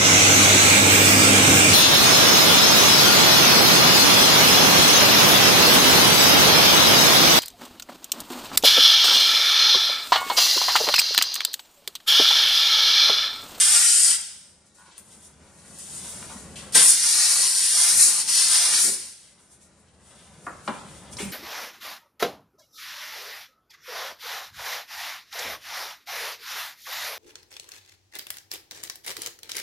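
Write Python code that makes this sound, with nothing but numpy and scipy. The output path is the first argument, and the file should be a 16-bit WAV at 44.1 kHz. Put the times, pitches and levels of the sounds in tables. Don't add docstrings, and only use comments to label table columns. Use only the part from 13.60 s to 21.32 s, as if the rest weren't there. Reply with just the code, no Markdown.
import sys
import numpy as np
from scipy import signal
from scipy.fft import rfft, irfft, next_fast_len
from scipy.io import wavfile
from scipy.ndimage import uniform_filter1d

SR = 44100
rng = np.random.default_rng(int(sys.argv[2]) if len(sys.argv) > 2 else 0)


def inscribe(sig):
    pcm = np.round(np.clip(np.atleast_2d(sig).T, -1, 1) * 32767)
    wavfile.write(sys.argv[1], SR, pcm.astype(np.int16))


def makeup_ratio(level_db):
    decades = np.asarray(level_db, float) / 20
    return 10 ** decades


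N = 340452
t = np.arange(N) / SR

# opens/s, shuts/s, hiss level/dB, easing before shut/s, bleed after shut/dB
BLASTS = [
    (-0.5, 0.559, -16.5, 0.052, -22),
    (3.15, 5.347, -21.5, .1, -9),
]
HOSE_HZ = [175.7, 174.1]
JET_EDGES_HZ = (550, 1450, 3900, 6500)
# f/Hz, density/dB
JETS = [
    [(88, -81), (150, -37), (699, -29), (800, -23.5), (1110, -31), (1200, -19), (1270, -26.5),
     (1370, -17.5), (2800, -17), (3080, -12.5), (4030, -12.5), (4890, -8), (6400, -5), (9050, 4.5),
     (14900, -36.5)],
    [(88, -62), (150, -20), (588, -24.5), (864, -17.5), (952, -23), (1030, -16.5), (1110, -22),
     (1200, -15.5), (1290, -18.5), (1940, -14.5), (2800, -16), (5480, -6.5), (7610, -6.5), (9400, 1),
     (14900, -39)],
]
# f/Hz, width/Hz, level/dB
RIM = [
    [(4960, 500, 2.5), (5400, 650, -6.5)],
    [(4310, 220, -1), (5200, 700, -5)],
]
# rim/dB, upper hose/dB, lower hose/dB, buffet/dB
SHARES = [
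    (-6.5, -12, -23, -46),
    (-3.5, -11, -21.5, -36.5),
]
# t/s, half length/s, flow/dB, escape beside rim/dB, hose hum/dB
SHIFTS = [(0.0, 0.039, -0.5, 2.5, 7), (0.15, 0.094, 1.5, -1, 3.5), (0.27, 0.047, 0, -0.5, -3),
          (0.392, 0.2, -2, 1.5, -4.5), (0.5, 0.015, -2, 0.5, -2.5), (3.291, 0.078, 0.5, 8.5, 2.5),
          (3.35, 0.12, -1, -2, -13), (3.65, 0.23, 3, -1.5, -2), (3.752, 0.17, 0.5, 2, 3.5),
          (4.01, 0.21, -1.5, 1, -5), (4.106, 0.054, 0, -0.5, -4), (4.28, 0.21, 2, 2, 3.5),
          (4.332, 0.037, -5, 1.5, -4), (4.371, 0.029, -8.5, 9, -2), (4.438, .085, 2.5, 6, -3.5),
          (4.552, 0.091, -5, 2, 1.5), (4.648, 0.041, -16.5, -2.5, 1), (4.85, 0.16, 2, -1.5, -3),
          (5.02, 0.18, 1, -0.5, 4), (5.23, 0.059, -1.5, 4.5, 5.5), (5.332, .12, -6.5, 8.5, 4.5)]
# t/s, half length/s, buffet lift/dB, rumble lift/dB
GUSTS = [(0.13, .1, 2.5, 5), (3.2, .1, 9.5, 2.5), (3.32, .08, -13, -8), (3.8, .2, -2.5, 5),
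         (4.0, .1, -10, 2), (4.23, .1, 5, -1), (4.38, .1, -2.5, 17.5), (4.48, .06, 9.5, -16),
         (4.68, .1, -0.5, 8), (5.13, .2, 10.5, -4), (5.29, .08, 21, 13)]
SURGE_RISE_S, SURGE_S = .011, 0.066
SURGE_DB = (15, 9, 17.1, 21, 22.8)
HOSE_HOLDS_DB = 2
ESCAPE_ROBS, ESCAPE_PAN, PAN_DB = .2, .2, 1.2


def blasts():
    out = np.zeros((2, N))
    flow, escape, hum = sum(np.outer(db, tent(s, half_s)) for s, half_s, *db in SHIFTS)
    gust = sum(db * tent(s, half_s) for s, half_s, db, _ in GUSTS)
    for blast, shares, hz, colour, edge in zip(BLASTS, SHARES, HOSE_HZ, JETS, RIM):
        opens, shuts, db, ease_s, bleed_db = blast
        rise = np.clip((t - opens) / SURGE_RISE_S + .75, 0, 1)
        surge = rise * np.exp(-np.abs(t - opens) / SURGE_S)
        held = HOSE_HOLDS_DB * np.interp(t, [shuts - ease_s, shuts], [0, 1])
        lost = held - ESCAPE_ROBS * escape
        moves = [escape, lost, 0.53 * lost + 0.067 * hum, 0.91 * lost + hum, gust]
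        levels = [a + b * surge + c for a, b, c in zip((0, *shares), SURGE_DB, moves)]
        hiss_db, rim_db, upper_db, lower_db, buffet_db = levels
        level_db = db + flow + trigger(opens, shuts, ease_s, bleed_db)
        pan_db = PAN_DB + ESCAPE_PAN * escape + 1.2 * walk(8.9)

        buffet, lower, upper, rim, hiss = zones(colour, JET_EDGES_HZ, steep=9.5)
        rim = rim + sum(makeup_ratio(g + walk(8)) * band(rim, f, w) for f, w, g in edge)
        rim_air = hose(rim, hz, back=0.12, dull=0.084)
        upper_air = hose(upper, hz, back=0.4, dull=.2)
        lower_air = hose(lower, hz, back=0.45, dull=.2)

        jet = wide(hiss, share=0.43) * makeup_ratio(hiss_db + 0.22 * walk(40))
        jet = jet + wide(rim_air, share=.3) * makeup_ratio(rim_db + .8 * walk(30))
        jet = jet + upper_air * makeup_ratio(upper_db + 1.2 * walk(18))
        jet = jet + lower_air * makeup_ratio(lower_db + 1.8 * walk(20))
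        eddies_db = 0.81 * walk(30) + 0.63 * walk(250)
        out += jet * makeup_ratio(level_db + eddies_db - 3.0 + np.array([pan_db, -pan_db]) * 0.33)
        out += buffet * makeup_ratio(level_db - flow + buffet_db + 2.2 * walk(25) - 3.0)
    return out


CRACK_S, CRACK_DB, CRACK_LAST_DB = .027, -15, -2.5
EASE_DB, BLEED_DB_PER_S = -7.5, 111.5


def trigger(opens, shuts, ease_s, bleed_db):
    snap, end = .004, shuts + 0.19
    opening_s = [opens - CRACK_S - snap, opens - CRACK_S, opens - snap, opens]
    closing_s = [shuts - ease_s, shuts, shuts + 2 * snap, end, end + snap]
    last_db = EASE_DB + bleed_db
    opening_db = [-90, CRACK_DB, CRACK_LAST_DB, 0]
    closing_db = [0, EASE_DB, last_db, last_db - BLEED_DB_PER_S * .12, -90]
    return np.interp(t, opening_s + closing_s, opening_db + closing_db)


def hose(x, hz, back, dull):
    size = next_fast_len(N)
    step = np.exp(-2j * np.pi * np.arange(size // 2 + 1) / size)
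    loop = back * (1 - dull) / (1 - dull * step) * step ** (SR / hz)
    return unit(irfft(rfft(x, size) / (1 - loop), size)[:N])


# f/Hz, density/dB
RUSTLE = [(150, -19), (250, -1.5), (496, -14.5), (549, -3.5), (698, -12.5), (857, -5.5), (1150, -8.5),
          (2890, -8), (3610, -5), (4000, -6.5), (8930, 5), (9560, 5.5), (14900, -34)]
RUSTLE_EDGES_HZ = (1600, 4000)
# t/s, rise/s and fall/s per 15 dB, level/dB
LEAKS = [(0.9, 0.11, 0.043, -58), (1.062, 0.017, 0.091, -59), (1.15, .01, 0.29, -55),
         (1.381, 0.023, 0.08, -50), (1.527, 0.13, 0.19, -50.5), (1.653, 0.096, 0.065, -47.5),
         (2.0, .1, .2, -58), (2.125, 0.17, 0.089, -58.5), (2.19, .03, 0.47, -40.5), (2.375, 0.35, .3, -38),
         (2.481, 0.3, 0.44, -37), (2.707, .2, 0.23, -43), (2.8, .3, 0.11, -44.5), (2.959, .004, 0.2, -41.5),
         (5.65, .2, 0.22, -57.5), (5.8, .03, 0.33, -58.5), (5.93, 0.086, 0.074, -55),
         (6.024, .04, 0.088, -53.5), (6.2, 0.079, 0.11, -61.5), (6.47, .12, 0.98, -55.5),
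         (6.855, 0.13, 0.24, -51.5), (7.068, 0.074, .35, -48), (7.386, .6, 0.14, -51),
         (7.532, .025, 0.033, -40), (7.572, .017, .03, -41.5), (7.59, .012, 0.13, -36.5),
         (7.633, 0.076, .015, -36), (7.64, .01, 0.21, -41)]
# t/s, half length/s, lift/dB
WHISTLES = [
    (1.19, .08, 22),
    (1.56, .12, 22),
    (7.662, .16, 32.5),
]
# t/s, rise/s and fall/s per 15 dB, cloth/dB, drag re cloth/dB
RUBS = [(1.221, .1, .3, -59, 0), (1.365, 0.3, 0.066, -52.5, -17), (2.15, 0.96, .4, -58, -7),
        (2.481, 0.18, 0.39, -51.5, 3), (2.707, 0.096, 0.2, -48, -1), (2.96, .005, 0.14, -38.5, -10),
        (5.65, 0.25, 0.27, -59, -20), (6.5, .1, 0.98, -57, 1.5), (7.2, 0.48, 0.8, -51.5, -8),
        (7.604, 0.023, 0.058, -37, -0.5)]
WHISTLE_DB = -3.5
QUIET_DB, QUIET_FOLLOWS = (-70.5, -70.5, -67), (0.47, 0.69, 0.96)
LEAK_CLOTH_DB, LEAK_DRAG_DB = -9.5, -19.5


def handling():
    drag, cloth, leak = zones(RUSTLE, RUSTLE_EDGES_HZ, steep=5.55)
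    sing_db = sum(db * tent(s, half_s) for s, half_s, db in WHISTLES)
    leak = leak + makeup_ratio(WHISTLE_DB + 3 * walk(8) + sing_db) * band(leak, 13650, 120)

    creep = gain_db()
    quiet = [db + share * creep for db, share in zip(QUIET_DB, QUIET_FOLLOWS)]
    puff = loudest(LEAKS)
    cloth_rub = loudest([row[:4] for row in RUBS])
    drag_rub = loudest([(s, up, down, db + more) for s, up, down, db, more in RUBS])
    leak_db = np.maximum(puff, quiet[0])
    cloth_db = np.max([cloth_rub, puff + LEAK_CLOTH_DB, quiet[1]], axis=0)
    drag_db = np.max([drag_rub, puff + LEAK_DRAG_DB, quiet[2]], axis=0)

    mix = wide(leak, share=.6) * makeup_ratio(leak_db + .8 * walk(40))
    mix = mix + wide(cloth, share=.3) * makeup_ratio(cloth_db + 1.8 * walk(60))
    mix = mix + drag * makeup_ratio(drag_db + 1.8 * walk(40))
    return makeup_ratio(-3.5) * mix


# t/s, peak/dB, f/Hz, width/Hz, t60/s
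SCUFFS = [(1.387, -43, 9100, 3000, 0.078), (2.627, -32, 1520, 1504, 0.012), (2.697, -38.5, 954, 494, 0.28),
          (2.75, -39, 199, 40, 0.14), (2.957, -39, 3020, 860, 0.21), (7.528, -44, 3500, 4040, .02),
          (7.569, -30, 4880, 1800, 0.029), (7.586, -31.5, 2510, 910, 0.35), (7.602, -32.5, 393, 120, 0.12),
          (7.627, -31, 193, 40.3, 0.11), (7.652, -32.5, 199.6, 40, .1), (7.679, -44, 190, 40, .15)]
# t/s, peak/dB, f/Hz, width/Hz, t60/s
KNOCKS = [
    (6.867, -26, 1150, 427, 0.089),
    (6.869, -35, 650, 300, 0.26),
    (6.872, -37.5, 250, 120, 0.13),
    (6.893, -38, 1300, 600, .08),
    (6.918, -40, 1140, 550, 0.11),
    (7.077, -20.5, 1030, 464, 0.088),
    (7.077, -26, 2500, 1500, 0.032),
    (7.08, -29, 620, 248, 0.19),
    (7.082, -30.5, 218, 121, 0.17),
    (7.084, -35, 1500, 800, 0.23),
]


def scuffs():
    out, length = np.zeros(N + SR), SR // 3
    for s, db, hz, width_hz, t60 in SCUFFS + KNOCKS:
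        k = int(s * SR)
        sound = rng.standard_normal(length) * 1000. ** (-t[:length] / t60)
        sound[0] = 0.79 * np.sqrt(SR / width_hz)
        for _ in range(3):
            sound = band(sound, hz, 2 * width_hz)
        out[k:k + length] += makeup_ratio(db + 2.0) * sound / np.abs(sound).max()
    return out[:N]


# t/s, peak/dB, f/Hz, t60/s
TICKS = [
    (1.3773, -44, 9140, 0.011),
    (1.3803, -28.5, 9380, 0.0089),
    (2.1874, -30, 9790, 0.011),
]


def ticks():
    out, length = np.zeros(N + SR), 4000
    for s, db, hz, t60 in TICKS:
        k = int(s * SR)
        crack = rng.standard_normal(length) * 1000. ** (-t[:length] / (0.56 * t60))
        out[k:k + length] += makeup_ratio(db) * (ring(hz, t60, length) + 0.14 * crack)
    return out[:N]


def ring(hz, t60, length):
    return np.sin(2 * np.pi * hz * t[:length]) * 1000. ** (-t[:length] / t60)


# t/s, slip rate/Hz, level/dB
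CREAK = [
    (1.18, 103, -56),
    (1.198, 95, -55),
    (1.234, 102, -59),
    (1.298, 110, -57.5),
    (1.33, 100, -76),
]
# f/Hz, width/Hz, level/dB
CREAK_BODY = [(980, 140, 0), (1460, 120, -3)]


def creak():
    gate, (rate, db) = played(CREAK, fade_s=.005)
    turns = np.cumsum(rate * (1 + .12 * walk(70))) / SR
    slips = np.diff(np.floor(turns), prepend=0) * makeup_ratio(2.0 * rng.standard_normal(N))
    wall = unit(sum(makeup_ratio(g) * band(band(slips, f, w), f, 3 * w) for f, w, g in CREAK_BODY))
    return gate * wall * makeup_ratio(db - 0.5)


# f/Hz, t60/s
ROOM_T60 = [(100, 0.65), (1000, 0.64), (4000, 0.89), (10000, 0.5)]
# f/Hz, likeness/0-1
ROOM_ALIKE = [(100, 0.6), (1000, 0.62), (4000, 0.5), (10000, .05)]
ROOM_DB, NEARBY_DB, NEARBY_T60_S = -5, -2.5, 0.05


def room():
    edges = 125 * 2. ** np.arange(7)
    flat = [(20, 0), (20000, 0)]
    mids, sides = (zones(flat, edges, steep=3.2, length=SR) for _ in range(2))
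    tail, nearby = 0, 0
    for hz, mid, side in zip([*edges / 1.4, 11000], mids, sides):
        alike = np.clip(on_log(ROOM_ALIKE, hz), 0, 1)
        apart = side * np.array([[1], [-1]])
        octave = np.sqrt(hz) * (np.sqrt(1 + alike) * mid + np.sqrt(1 - alike) * apart)
        tail = tail + octave * 1000. ** (-t[:SR] / on_log(ROOM_T60, hz))
        nearby = nearby + (1 - alike) * octave * 1000. ** (-t[:SR] / NEARBY_T60_S)
    tail = tail * np.clip(t[:SR] / 0.0012 - 1, 0, 1)
    return (makeup_ratio(ROOM_DB) * unit(tail) + makeup_ratio(NEARBY_DB) * unit(nearby)) / np.sqrt(SR)


# f/Hz, density/dB
HALL = [(12, -57), (20, -18), (27, -22.5), (59, -6), (75, 4), (103, -5), (149, -0.5), (209, 2),
        (244, -10.5), (284, -10.5), (364, -9.5), (561, -10.5), (800, -14.5), (1040, -49), (1760, -120)]
RUMBLE_DB = -69.5


def rumble():
    db = RUMBLE_DB + gain_db() + sum(g * tent(s, half_s) for s, half_s, _, g in GUSTS)
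    mid, side = (sum(zones(HALL, [], steep=1)) for _ in range(2))
    return (mid + .2 * side * np.array([[1], [-1]])) * makeup_ratio(db + 5.5 + walk(12))


GAIN_WAITS_S, GAIN_DB_PER_S, GAIN_RANGE_DB, GAIN_DROPS_S = 0.43, 9.5, 17, .17


def gain_db():
    lift = GAIN_RANGE_DB
    for opens, shuts, *_ in BLASTS:
        back = shuts + GAIN_WAITS_S
        times = [opens, opens + GAIN_DROPS_S, back, back + GAIN_RANGE_DB / GAIN_DB_PER_S]
        lift = np.minimum(lift, GAIN_RANGE_DB * np.interp(t, times, [1, 0, 0, 1]))
    return lift


def zones(spectrum, edges_hz, steep, length=N):
    size = next_fast_len(length)
    hz = np.arange(size // 2 + 1) * SR / size
    below = [0, *(1 / (1 + (hz / e) ** steep) for e in edges_hz), 1]
    shape = makeup_ratio(on_log(spectrum, hz))
    parts = [shape * np.sqrt(np.clip(b - a, 0, 1)) for a, b in zip(below, below[1:])]
    return [unit(irfft(p * rfft(rng.standard_normal(size)), size)[:length]) for p in parts]


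def band(x, hz, width_hz):
    return signal.lfilter(*signal.iirpeak(hz, hz / width_hz, fs=SR), x)


def wide(x, share):
    return x + share * np.roll(x, N // 3) * np.array([[1], [-1]])


def walk(rate):
    k = int(SR / rate)
    held = np.repeat(rng.standard_normal(N // k + 1), k)
    return unit(uniform_filter1d(uniform_filter1d(held, k), k)[:N])


def tent(s, half_s):
    return np.interp(t, [s - half_s, s, s + half_s], [0, 1, 0])


def loudest(rows):
    return np.max([np.interp(t, [s - 4 * up, s, s + 4 * down], [db - 60, db, db - 60], -150, -150)
                   for s, up, down, db in rows], axis=0)


def played(table, fade_s):
    s, *columns = np.transpose(table)
    gate = np.interp(t, [s[0] - fade_s, s[0], s[-1], s[-1] + fade_s], [0, 1, 1, 0])
    return gate, [np.interp(t, s, c) for c in columns]


def on_log(table, hz):
    at, value = np.transpose(table)
    return np.interp(np.log(hz + 1), np.log(at + 1), value)


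def unit(x):
    return x / np.sqrt(np.mean(x ** 2))


LEFT_DB = 1
SHIFT_TURNS_HZ = 1.2


def scene():
    small = handling() + ticks() + scuffs() + creak()
    near = blasts() + small * makeup_ratio(np.array([[LEFT_DB], [-LEFT_DB]]) / 2)
    mono = near.mean(axis=0, keepdims=True)
    turn = 2 * np.pi * SHIFT_TURNS_HZ * t
    echo = sum(signal.fftconvolve(room(), share * mono, axes=1) for share in (np.cos(turn), np.sin(turn)))
    return near + echo[:, :N] + rumble()


# f/Hz, share emptied/0-1, lift of the rest/dB
EMPTY = [(1500, 0.01, 0), (2800, .06, 0.2), (4470, 0.02, 0), (10800, 0.01, -0.5), (12600, .2, 3),
         (13700, 0.8, 13), (15000, 0.6, 9)]
TOO_FAINT_DB, FAINT_FROM_HZ = -101, 10000


def patchy(x):
    hz, s, spec = signal.stft(x, SR, nperseg=1024)
    chance = rng.random((2, len(hz) // 3 + 1, len(s) // 5 + 1))
    chance = np.repeat(np.repeat(chance, 3, axis=1), 5, axis=2)[:, :len(hz), :len(s)]
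    treble = (hz > FAINT_FROM_HZ)[:, None]
    chance = np.where(treble, chance, chance[0])
    at, share, lift_db = np.transpose(EMPTY)
    kept = chance > np.interp(hz, at, share)[:, None]
    gain = kept * makeup_ratio(np.interp(hz, at, lift_db))[:, None]
    strength = uniform_filter1d(uniform_filter1d(np.abs(spec), size=5, axis=1), size=3, axis=2)
    gain = gain * (~treble | (strength > makeup_ratio(TOO_FAINT_DB)))
    return signal.istft(spec * gain, SR, nperseg=1024)[1][:, :N]


def top_cut(x):
    return signal.sosfilt(signal.butter(12, 15070, fs=SR, output="sos"), x)


SELF_NOISE_DB = -90


def record(dry):
    hiss = rng.standard_normal((2, N)) * makeup_ratio(SELF_NOISE_DB + gain_db())
    sides = dry * makeup_ratio(np.array([[.4], [-.4]])) + hiss
    mix = patchy(np.clip(sides, -1, 1))
    return top_cut(mix)


dry = scene()
out = record(dry)
inscribe(out)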